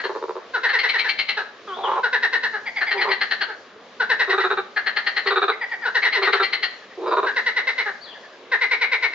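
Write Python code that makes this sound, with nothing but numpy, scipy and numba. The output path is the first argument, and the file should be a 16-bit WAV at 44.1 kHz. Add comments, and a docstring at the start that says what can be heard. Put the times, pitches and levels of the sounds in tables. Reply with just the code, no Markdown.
"""Water frogs call around a still pond: a clear-voiced one, a buzzy one to the left and a few further
off trade runs of ten notes a second that rise as the sacs fill and droop as the frog tires, some closing
on a slack groan; another grunts low in bouts. Each note is a train of larynx pulses ringing throat and
vocal sacs. The banks echo them, a bird slurs three whistles, and the air murmurs faintly."""
import sys
import numpy as np
from scipy import signal
from scipy.fft import rfft, irfft, next_fast_len
from scipy.io import wavfile
from scipy.ndimage import uniform_filter1d
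from numba import njit

SR = 44100
rng = np.random.default_rng(int(sys.argv[2]) if len(sys.argv) > 2 else 0)


def master(y):
    """Save y as 16-bit WAV."""
    cut = np.clip(np.atleast_2d(y).T, -1, 1)
    pcm = np.round(cut * 32767)  # scale
    wavfile.write(sys.argv[1], SR, pcm.astype(np.int16))


N = 403074
SPAN = 8192  # samples in one note's buffer
T = np.arange(SPAN) / SR
F = np.fft.rfftfreq(SPAN, 1 / SR) + 1e-3

# Runs of notes: start_s, first_gap_s, notes, first_level_db, full_level_db, last_level_db,
# first_sac_hz, full_sac_hz, last_sac_hz, treble_vs_level_db
CLEAR_RUNS = [(.532, 0.095, 6, -21, -18.5, -24, 1456, 1993, 1800, -8.5),
              (2.027, .095, 5, -19, -18, -21, 1503, 1900, 1810, -9),
              (3.994, .0955, 5, -19, -17, -24, 1504, 1930, 1920, -8.5),
              (5.846, 0.095, 6, -21.5, -18, -27.5, 1496, 2004, 1800, -8),
              (7.258, .097, 6, -21, -19.5, -20, 1640, 2004, 2105, -9),
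              (8.511, .0955, 7, -17.2, -17.3, -18.3, 1850, 2234, 2100, -10)]
BUZZY_RUNS = [(-.028, 0.059, 2, -21.5, -29.5, -29.5, 1800, 1800, 1690, -3),
              (.681, .0998, 7, -22.5, -23.5, -24, 1790, 2250, 2080, -1),
              (2.803, .1001, 7, -21, -21, -22.5, 1760, 1867, 1680, -5.5),
              (4.757, .1004, 6, -20.5, -21.5, -22, 1720, 1830, 1890, -5.5),
              (6.017, .1007, 7, -20.5, -23.5, -23, 2050, 2070, 1927, -2.5)]
FAR_RUNS = [(2.652, .102, 5, -26.5, -24, -26, 2076, 2130, 2070, -12),
            (5.504, 0.1, 4, -31, -24.5, -28.5, 2070, 1900, 1730, -17.5),
            (6.807, .095, 2, -47, -51, -47, 1690, 1850, 1930, -23),
            (8.053, 0.083, 4, -46, -43, -48.5, 1750, 1780, 1620, -12)]
# Slack groans: start_s, level_db, sac_hz, treble_vs_level_db
GROANS = [(1.362, -23, 1620, -9), (2.526, -25, 1720, -16), (3.474, -31, 1600, -17),
          (7.851, -24.5, 1760, -16)]
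# Bouts of grunts: start_s, first_gap_s, grunts, length_s, nominal_pulse_hz, roughness (0-1), level_db,
# grunts_until_full, throat_hz, boom_db, treble_vs_level_db
GRUNT_BOUTS = [(0.038, .053, 6, .028, 95, .7, -31, 0, 1000, -29.5, -23),
               (1.668, 0, 1, .083, 390, .1, -32.5, 0, 1200, -43.5, -25),
               (1.76, 0, 1, .08, 385, .6, -33, -1.5, 760, -39, -18),
               (1.833, .035, 4, .042, 338.4, .65, -22.3, .9, 1000, -37.5, -28),
               (2.927, .11, 2, 0.075, 384, 0.65, -22, 2.2, 1075, -30.5, -28),
               (4.273, 0.049, 6, 0.033, 395, 0.53, -20, 2, 1435, -25.5, -11.5),
               (5.254, .0485, 5, 0.0314, 399.5, .55, -18.5, 2, 1390, -25.5, -8.5),
               (6.164, 0.05, 5, 0.029, 403.6, .65, -19, 2.5, 1425, -26, -12.5),
               (6.969, 0.041, 6, .038, 348, .85, -19.8, 3.5, 1150, -25, -17)]
# Body resonances, below the vocal sac's: centre_hz, width_hz, gain_db
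CLEAR_BODY = [(400, 71, -20.5), (1000, 530, -14.5), (1420, 340, -11)]
BUZZY_BODY = [(403, 480, -26), (1026, 485, -12.5), (1204, 400, -10.5)]
FAR_BODY = [(530, 160, -20.5), (910, 240, -15)]
GROAN_BODY = [(416, 85, -13), (880, 250, -10), (1320, 260, -9)]
# Treble resonances that give each voice its edge: centre_hz, width_hz, gain_db
CLEAR_TREBLE = [(2664, 840, 2.5), (3258, 460, -3.5), (3874, 465, 4), (5100, 450, -9.5)]
BUZZY_TREBLE = [(2823, 200, 3.5), (3060, 440, 4.5), (4205, 400, 8), (5660, 490, -18.5)]
FAR_TREBLE = [(2750, 640, -1.6), (3300, 400, -1.1), (4730, 210, 1)]
GRUNT_TREBLE = [(2260, 340, -8), (3770, 420, -0.5)]
# The bird's slurs, one list of points per whistle: time_s, pitch_hz, level_db
WHISTLES = [
    [(1.675, 3470, -58), (1.69, 3270, -42), (1.715, 2980, -54), (1.745, 3340, -37), (1.77, 3680, -54),
     (1.815, 3700, -62.5), (1.838, 3370, -32), (1.86, 2990, -33), (1.915, 3060, -67.5)],
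    [(7.07, 4880, -58), (7.085, 4860, -47), (7.125, 4580, -55), (7.17, 3970, -55)],
    [(8.01, 4240, -49), (8.032, 4730, -41.5), (8.075, 3310, -48), (8.1, 3410, -42), (8.13, 2990, -47),
     (8.16, 2400, -73)],
]
# Tone colour of the air bed: frequency_hz, relative_density_db
AIR_COLOUR = [(26, -64.5), (45, -37), (120, -20), (160, -20.5), (219, -8), (301, -9.5), (440, -2),
              (579, -3.5), (865, -10), (1160, -6.5), (1380, -10), (1700, -10), (2490, -14), (3410, -14),
              (4490, -16.5), (7000, -27.5), (9100, -63.5), (15400, -120)]
# Fader ride on the air's bass, taken about its mean: time_s, level_db
BASS_RIDE = [(0.0, -72), (1.39, -72), (1.75, -68.5), (4.91, -69), (6.54, -74), (7.12, -70), (9.1, -74.5)]

RISE_S, NOTE_S = .015, .04  # a croak's attack; the nominal length its level refers to


def clear_frog():
    """The lead voice: evenly timed pulses give a clean, pitched croak."""
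    return croaks(run_notes(CLEAR_RUNS, slowing_s=.003, dull_db=4), CLEAR_BODY, CLEAR_TREBLE,
                  swell(RISE_S, .026, .024), start_hz=536.2, sag_s=.078, bend=1.6,
                  sac_width_hz=167, sac_sag=.32, jitter=.013, fray=2.46, bite_s=.066)


def buzzy_frog():
    """The answering voice: slower, more ragged pulses make it buzz."""
    return croaks(run_notes(BUZZY_RUNS, slowing_s=0, dull_db=8.1), BUZZY_BODY, BUZZY_TREBLE,
                  swell(RISE_S, .013, .022), start_hz=447, sag_s=.07, bend=1.4,
                  sac_width_hz=151, sac_sag=2.4, jitter=.03, fray=.7, bite_s=.15)


def far_frogs():
    """Softer, duller voices further off: each push of air holds, then stops short."""
    return croaks(run_notes(FAR_RUNS, slowing_s=.003, dull_db=1.5), FAR_BODY, FAR_TREBLE,
                  swell(RISE_S, .037, .01), start_hz=500.6, sag_s=.089, bend=1.4,
                  sac_width_hz=162, sac_sag=.61, jitter=.013, fray=2.7, bite_s=.11)


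def groans():
    """Low, slack notes that close some runs, their pulse rate sagging only gently."""
    return croaks(GROANS, GROAN_BODY, CLEAR_TREBLE,
                  swell(RISE_S, .026, .028), start_hz=440, sag_s=.22, bend=1.3,
                  sac_width_hz=170, sac_sag=1.2, jitter=.03, fray=1.5, bite_s=.1)


def run_notes(runs, slowing_s, dull_db, fill_notes=.94, tire_power=3.5):
    """Phrasing of a run: notes rise and brighten as the sacs fill, then droop as the frog tires."""
    for start_s, gap_s, count, first_db, full_db, last_db, first_hz, full_hz, last_hz, treble_db in runs:
        count = round(count)
        for k in range(count):
            empty = np.exp(-k / fill_notes)
            tired = (k / (count - 1)) ** tire_power
            yield (start_s + k * gap_s + slowing_s * k * (k - 1) / 2,
                   full_db + (last_db - full_db) * tired if k else first_db,
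                   full_hz + (first_hz - full_hz) * empty + (last_hz - full_hz) * tired,
                   treble_db - dull_db * empty)


def croaks(notes, body_modes, treble_modes, push, start_hz, sag_s, bend,
           sac_width_hz, sac_sag, jitter, fray, bite_s):
    """Pulses ring sacs and throat; their rate holds, then drops and frays as the pressure runs out."""
    out = np.zeros(N)
    spent_s = np.minimum(T, .055)  # the sag bottoms out here
    for start_s, level_db, sac_hz, treble_db in notes:
        onset_hz = start_hz * (1 + .02 * rng.standard_normal())
        pulse_hz = onset_hz * np.exp(-(spent_s / sag_s) ** bend * rng.uniform(.75, 1.25))
        force = undb((treble_db + 11) * .7)  # brighter notes are rougher
        pulses = larynx(pulse_hz, push, jitter * force, shimmer_db=1.5, rasp=.1 * force, fray=fray)
        sac = vocal_sac(pulses, sac_hz * np.exp(-sac_sag * (spent_s - .028)), float(sac_width_hz))
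        taut_db = .012 * max(sac_hz - 1900, 0)  # on taut sacs the lower resonances recede
        body = ring(pulses, body_modes) * undb(-taut_db) - sac
        body = cut(cut(body, 2597, "low", order=7), 340, "high", order=4)
        stretch = 1 + .012 * rng.standard_normal()  # the throat is never held quite the same
        throat_modes = [(stretch * hz, width_hz, db) for hz, width_hz, db in treble_modes]
        bite = pulses * np.exp(-T / bite_s)  # the treble leans on the attack
        treble = cut(ring(bite, throat_modes, order=2), 5670, "low", order=4)
        add(out, start_s, level(body, level_db, NOTE_S) + level(treble, level_db + treble_db, NOTE_S))
    return out


def swell(rise_s, hold_s, fall_s):
    """The push of air: it builds, holds, then dies away."""
    attack = np.sin(np.pi / 2 * np.minimum(T / rise_s, 1)) ** 2
    return attack * np.exp(-(np.maximum(T - hold_s, 0) / fall_s) ** 2)


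def larynx(hz, push, jitter, shimmer_db, rasp, fray=0):
    """One pulse and a puff of turbulent air per cycle, the pulses uneven in time and size."""
    cycles = np.cumsum(hz) / SR
    index = np.arange(64)
    chance = rng.standard_normal((64, 2))
    late = np.minimum(np.interp(index, cycles, T) / NOTE_S, 1)
    slip_cycles = jitter * (1 + fray * late ** 2) * chance[:, 0]  # fray loosens the note's tail
    pulse_s = np.interp(index + .3135 + slip_cycles, cycles, T)
    size = np.interp(pulse_s, T, push) * undb(shimmer_db * chance[:, 1])
    taps = (pulse_s * SR).astype(int)[:, None] + np.arange(-4, 5)
    clicks = size[:, None] * np.sinc(taps - pulse_s[:, None] * SR)  # placed between samples
    pulses = np.zeros(SPAN)
    np.add.at(pulses, np.clip(taps, 0, SPAN - 1), clicks)
    breath = rng.standard_normal(SPAN) * push * np.exp(-((cycles - .3) % 1) / .57)
    return pulses / np.std(pulses) + rasp * breath / np.std(breath)


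@njit
def vocal_sac(x, hz, width_hz):
    """The sac's ring: a band-pass whose centre glides from sample to sample."""
    out, band_state, low_state = np.empty(len(x)), 0., 0.
    for i in range(len(x)):
        tuning, damping = np.tan(np.pi * hz[i] / SR), width_hz / hz[i]
        band = (band_state + tuning * (x[i] - low_state)) / (1 + tuning * (tuning + damping))
        band_state = 2 * band - band_state
        low_state += 2 * tuning * band
        out[i] = damping * band
    return out


def ring(x, modes, order=1):
    """Fixed resonances: order 1 alternates signs for shallow valleys, order 2 has steep skirts."""
    response = sum((-1) ** (k * order) * undb(db) / (1 + 1j * (F * F - hz * hz) / (F * width)) ** order
                   for k, (hz, width, db) in enumerate(modes))
    return irfft(rfft(x) * response)


def grunting_frog():
    """Slack pulses, uneven in time and size, boom in the swollen sacs and ring the throat."""
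    out = np.zeros(N)
    for start_s, length_s, rate_hz, rough, throat_db, throat_hz, boom_db, treble_db in grunt_notes():
        droop = .9 + .22 * np.exp(-2 * T / length_s)
        pulse_hz = rate_hz * droop * (1 + .06 * rough * rng.standard_normal())
        push = swell(.14 * length_s, .54 * length_s, .54 * length_s)
        pulses = larynx(pulse_hz, push, jitter=.2105 * rough, shimmer_db=4.6 * rough, rasp=.4 * rough)
        modes = [(.56 * throat_hz, 240, -9), (.921 * throat_hz, 230, 0), (1.049 * throat_hz, 300, -4)]
        throat = ring(pulses, modes, order=2)
        boom = cut(ring(pulses, [(397.6, 147, 0)], order=2), 370, "high", order=4)
        treble = cut(ring(pulses, GRUNT_TREBLE, order=2), 5200, "low", order=4)
        add(out, start_s, level(throat, throat_db, length_s) + level(boom, boom_db, length_s)
            + level(treble, throat_db + treble_db, length_s))
    return out


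def grunt_notes(slowing_s=.005):
    """Phrasing of a bout: slack sacs open on a soft boom, then the grunts harden and slow."""
    for (start_s, gap_s, count, length_s, rate_hz, rough, level_db,
         until_full, throat_hz, boom_db, treble_db) in GRUNT_BOUTS:
        for k in range(round(count)):
            slack = max(until_full - k, 0) ** 2  # longer, smoother, softer and lower
            spent_db = 3 * max(k - 4, 0)  # the air runs short after five grunts
            yield (start_s + k * gap_s + slowing_s * k * (k - 1) / 2,
                   length_s * (1 + .051 * slack), rate_hz, rough * np.exp(-.07 * slack),
                   level_db - 2.7 * slack - spent_db, throat_hz * np.exp(-.037 * slack),
                   boom_db - .7 * slack - spent_db, treble_db)


def bird():
    """Slurred whistles: a pure tone that glides and wavers slightly."""
    out = np.zeros(N)
    for points in WHISTLES:
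        time_s, pitch_hz, level_db = np.transpose(points)
        t = np.arange(time_s[0], time_s[-1], 1 / SR)
        waver = 1 + .22 * uniform_filter1d(rng.standard_normal(len(t)), 80)
        slur_hz = uniform_filter1d(np.interp(t, time_s, pitch_hz), 400) * waver
        envelope = np.sqrt(2) * undb(np.interp(t, time_s, level_db))
        add(out, time_s[0], envelope * np.sin(2 * np.pi * np.cumsum(slur_hz) / SR))
    return out


def pond(dry, pan_db, lag_ms, bank_db, tail_db, t60_s=.34):
    """A call heard across the water: a few echoes from the banks, then a soft tail from the garden."""
    t = np.arange(SR) / SR
    echoes = []
    for _ in range(2):
        bank = np.zeros(SR)
        delays_s = rng.uniform(.011, .045, size=9)
        bank[(delays_s * SR).astype(int)] = rng.choice([-1, 1], size=9) * np.exp(-delays_s / .016)
        wash = cut(rng.standard_normal(SR), 7500, "low", order=1)
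        tail = wash * np.minimum(t / .086, 1) * undb(-60 * t / t60_s)
        room = undb(bank_db) * bank / np.linalg.norm(bank) + undb(tail_db) * tail / np.linalg.norm(tail)
        echoes.append(signal.fftconvolve(dry, room)[:N])
    return microphones(dry, echoes, 520, pan_db, lag_ms)


def air(level_db=-45, flicker_db=2.0):
    """Distant outdoor murmur: octaves of noise that each waver a little; the bass swells slowly."""
    f = np.fft.rfftfreq(N, 1 / SR) + 1
    colour_hz, colour_db = np.transpose(AIR_COLOUR)
    colour = undb(np.interp(np.log(f), np.log(colour_hz), colour_db))
    spectra = rfft(rng.standard_normal((2, N))) * colour
    octave = np.floor(np.log2(np.clip(f, 64, 8000)))
    ride_s, ride_db = np.transpose(BASS_RIDE)
    swell_db = np.interp(np.arange(N) / SR, ride_s, ride_db - ride_db.mean())
    bed = 0
    for band in np.unique(octave):
        waver = np.interp(np.arange(N), np.linspace(0, N, 110), rng.standard_normal(110))
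        gain = undb(flicker_db * waver + swell_db * (band < np.log2(256)))
        bed = bed + irfft(spectra * (octave == band), N) * gain
    bed = bed * undb(level_db) / np.std(bed)
    return microphones(np.zeros(N), bed, widen_hz=1800, pan_db=1.7, lag_ms=.015)


def microphones(direct, diffuse, widen_hz, pan_db, lag_ms):
    """Two close capsules: near mono in the bass, the treble wide and leaning left; the left lags."""
    size = next_fast_len(N + SPAN)
    f = np.fft.rfftfreq(size, 1 / SR)
    spread = np.pi / 4 * f / (f + widen_hz)
    shade_db = np.interp(f, [500, 1400, 3000], [-1.4, .66 * pan_db, pan_db])
    mid = rfft(direct, size) + rfft(diffuse[0], size) * np.cos(spread)
    side = rfft(diffuse[1], size) * np.sin(spread)
    left = (mid + side) * undb(shade_db / 2) * np.exp(-2j * np.pi * f * lag_ms / 1000)
    right = (mid - side) * undb(-shade_db / 2)
    return irfft(np.array([left, right]), size)[:, :N]


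def undb(db):
    """Decibels to gain."""
    return 10 ** (np.asarray(db) / 20)


def level(x, db, length_s):
    """Trim a short sound so that its energy, spread over length_s, sits at this level."""
    return x * undb(db) / np.sqrt(np.sum(x ** 2) / (length_s * SR) + 1e-18)


def cut(x, hz, kind, order):
    """Butterworth low- or high-pass."""
    return signal.sosfilt(signal.butter(order, min(hz, .45 * SR), kind, fs=SR, output="sos"), x)


def add(track, start_s, sound):
    """Lay a sound into the track at start_s."""
    start = max(int(start_s * SR), 0)
    part = sound[start - int(start_s * SR):][:max(N - start, 0)]
    track[start:start + len(part)] += part


def scene():
    """The mix: every caller at its own place around the pond, over the air bed."""
    clear, buzzy, far = clear_frog(), buzzy_frog(), far_frogs()
    return (pond(clear + groans(), pan_db=2.5, lag_ms=.057, bank_db=-5.5, tail_db=-15.5)
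            + pond(buzzy, pan_db=5, lag_ms=.042, bank_db=-5.5, tail_db=-14.5)
            + pond(far, pan_db=2.5, lag_ms=.052, bank_db=-10.5, tail_db=-14.5)
            + pond(grunting_frog(), pan_db=1.3, lag_ms=.053, bank_db=-6, tail_db=-18)
            + pond(bird(), pan_db=7, lag_ms=.01, bank_db=-3.5, tail_db=-9)
            + air())


def record(dry):
    """A quick fade at each end and a steep cut of the high treble."""
    fade_s, top_hz = .003, 7400
    fade = np.minimum(np.minimum(np.arange(N), np.arange(N)[::-1]) / (fade_s * SR), 1)
    return signal.sosfilt(signal.ellip(8, .2, 60, top_hz, fs=SR, output="sos"), dry * fade)


dry = scene()
out = record(dry)
master(out)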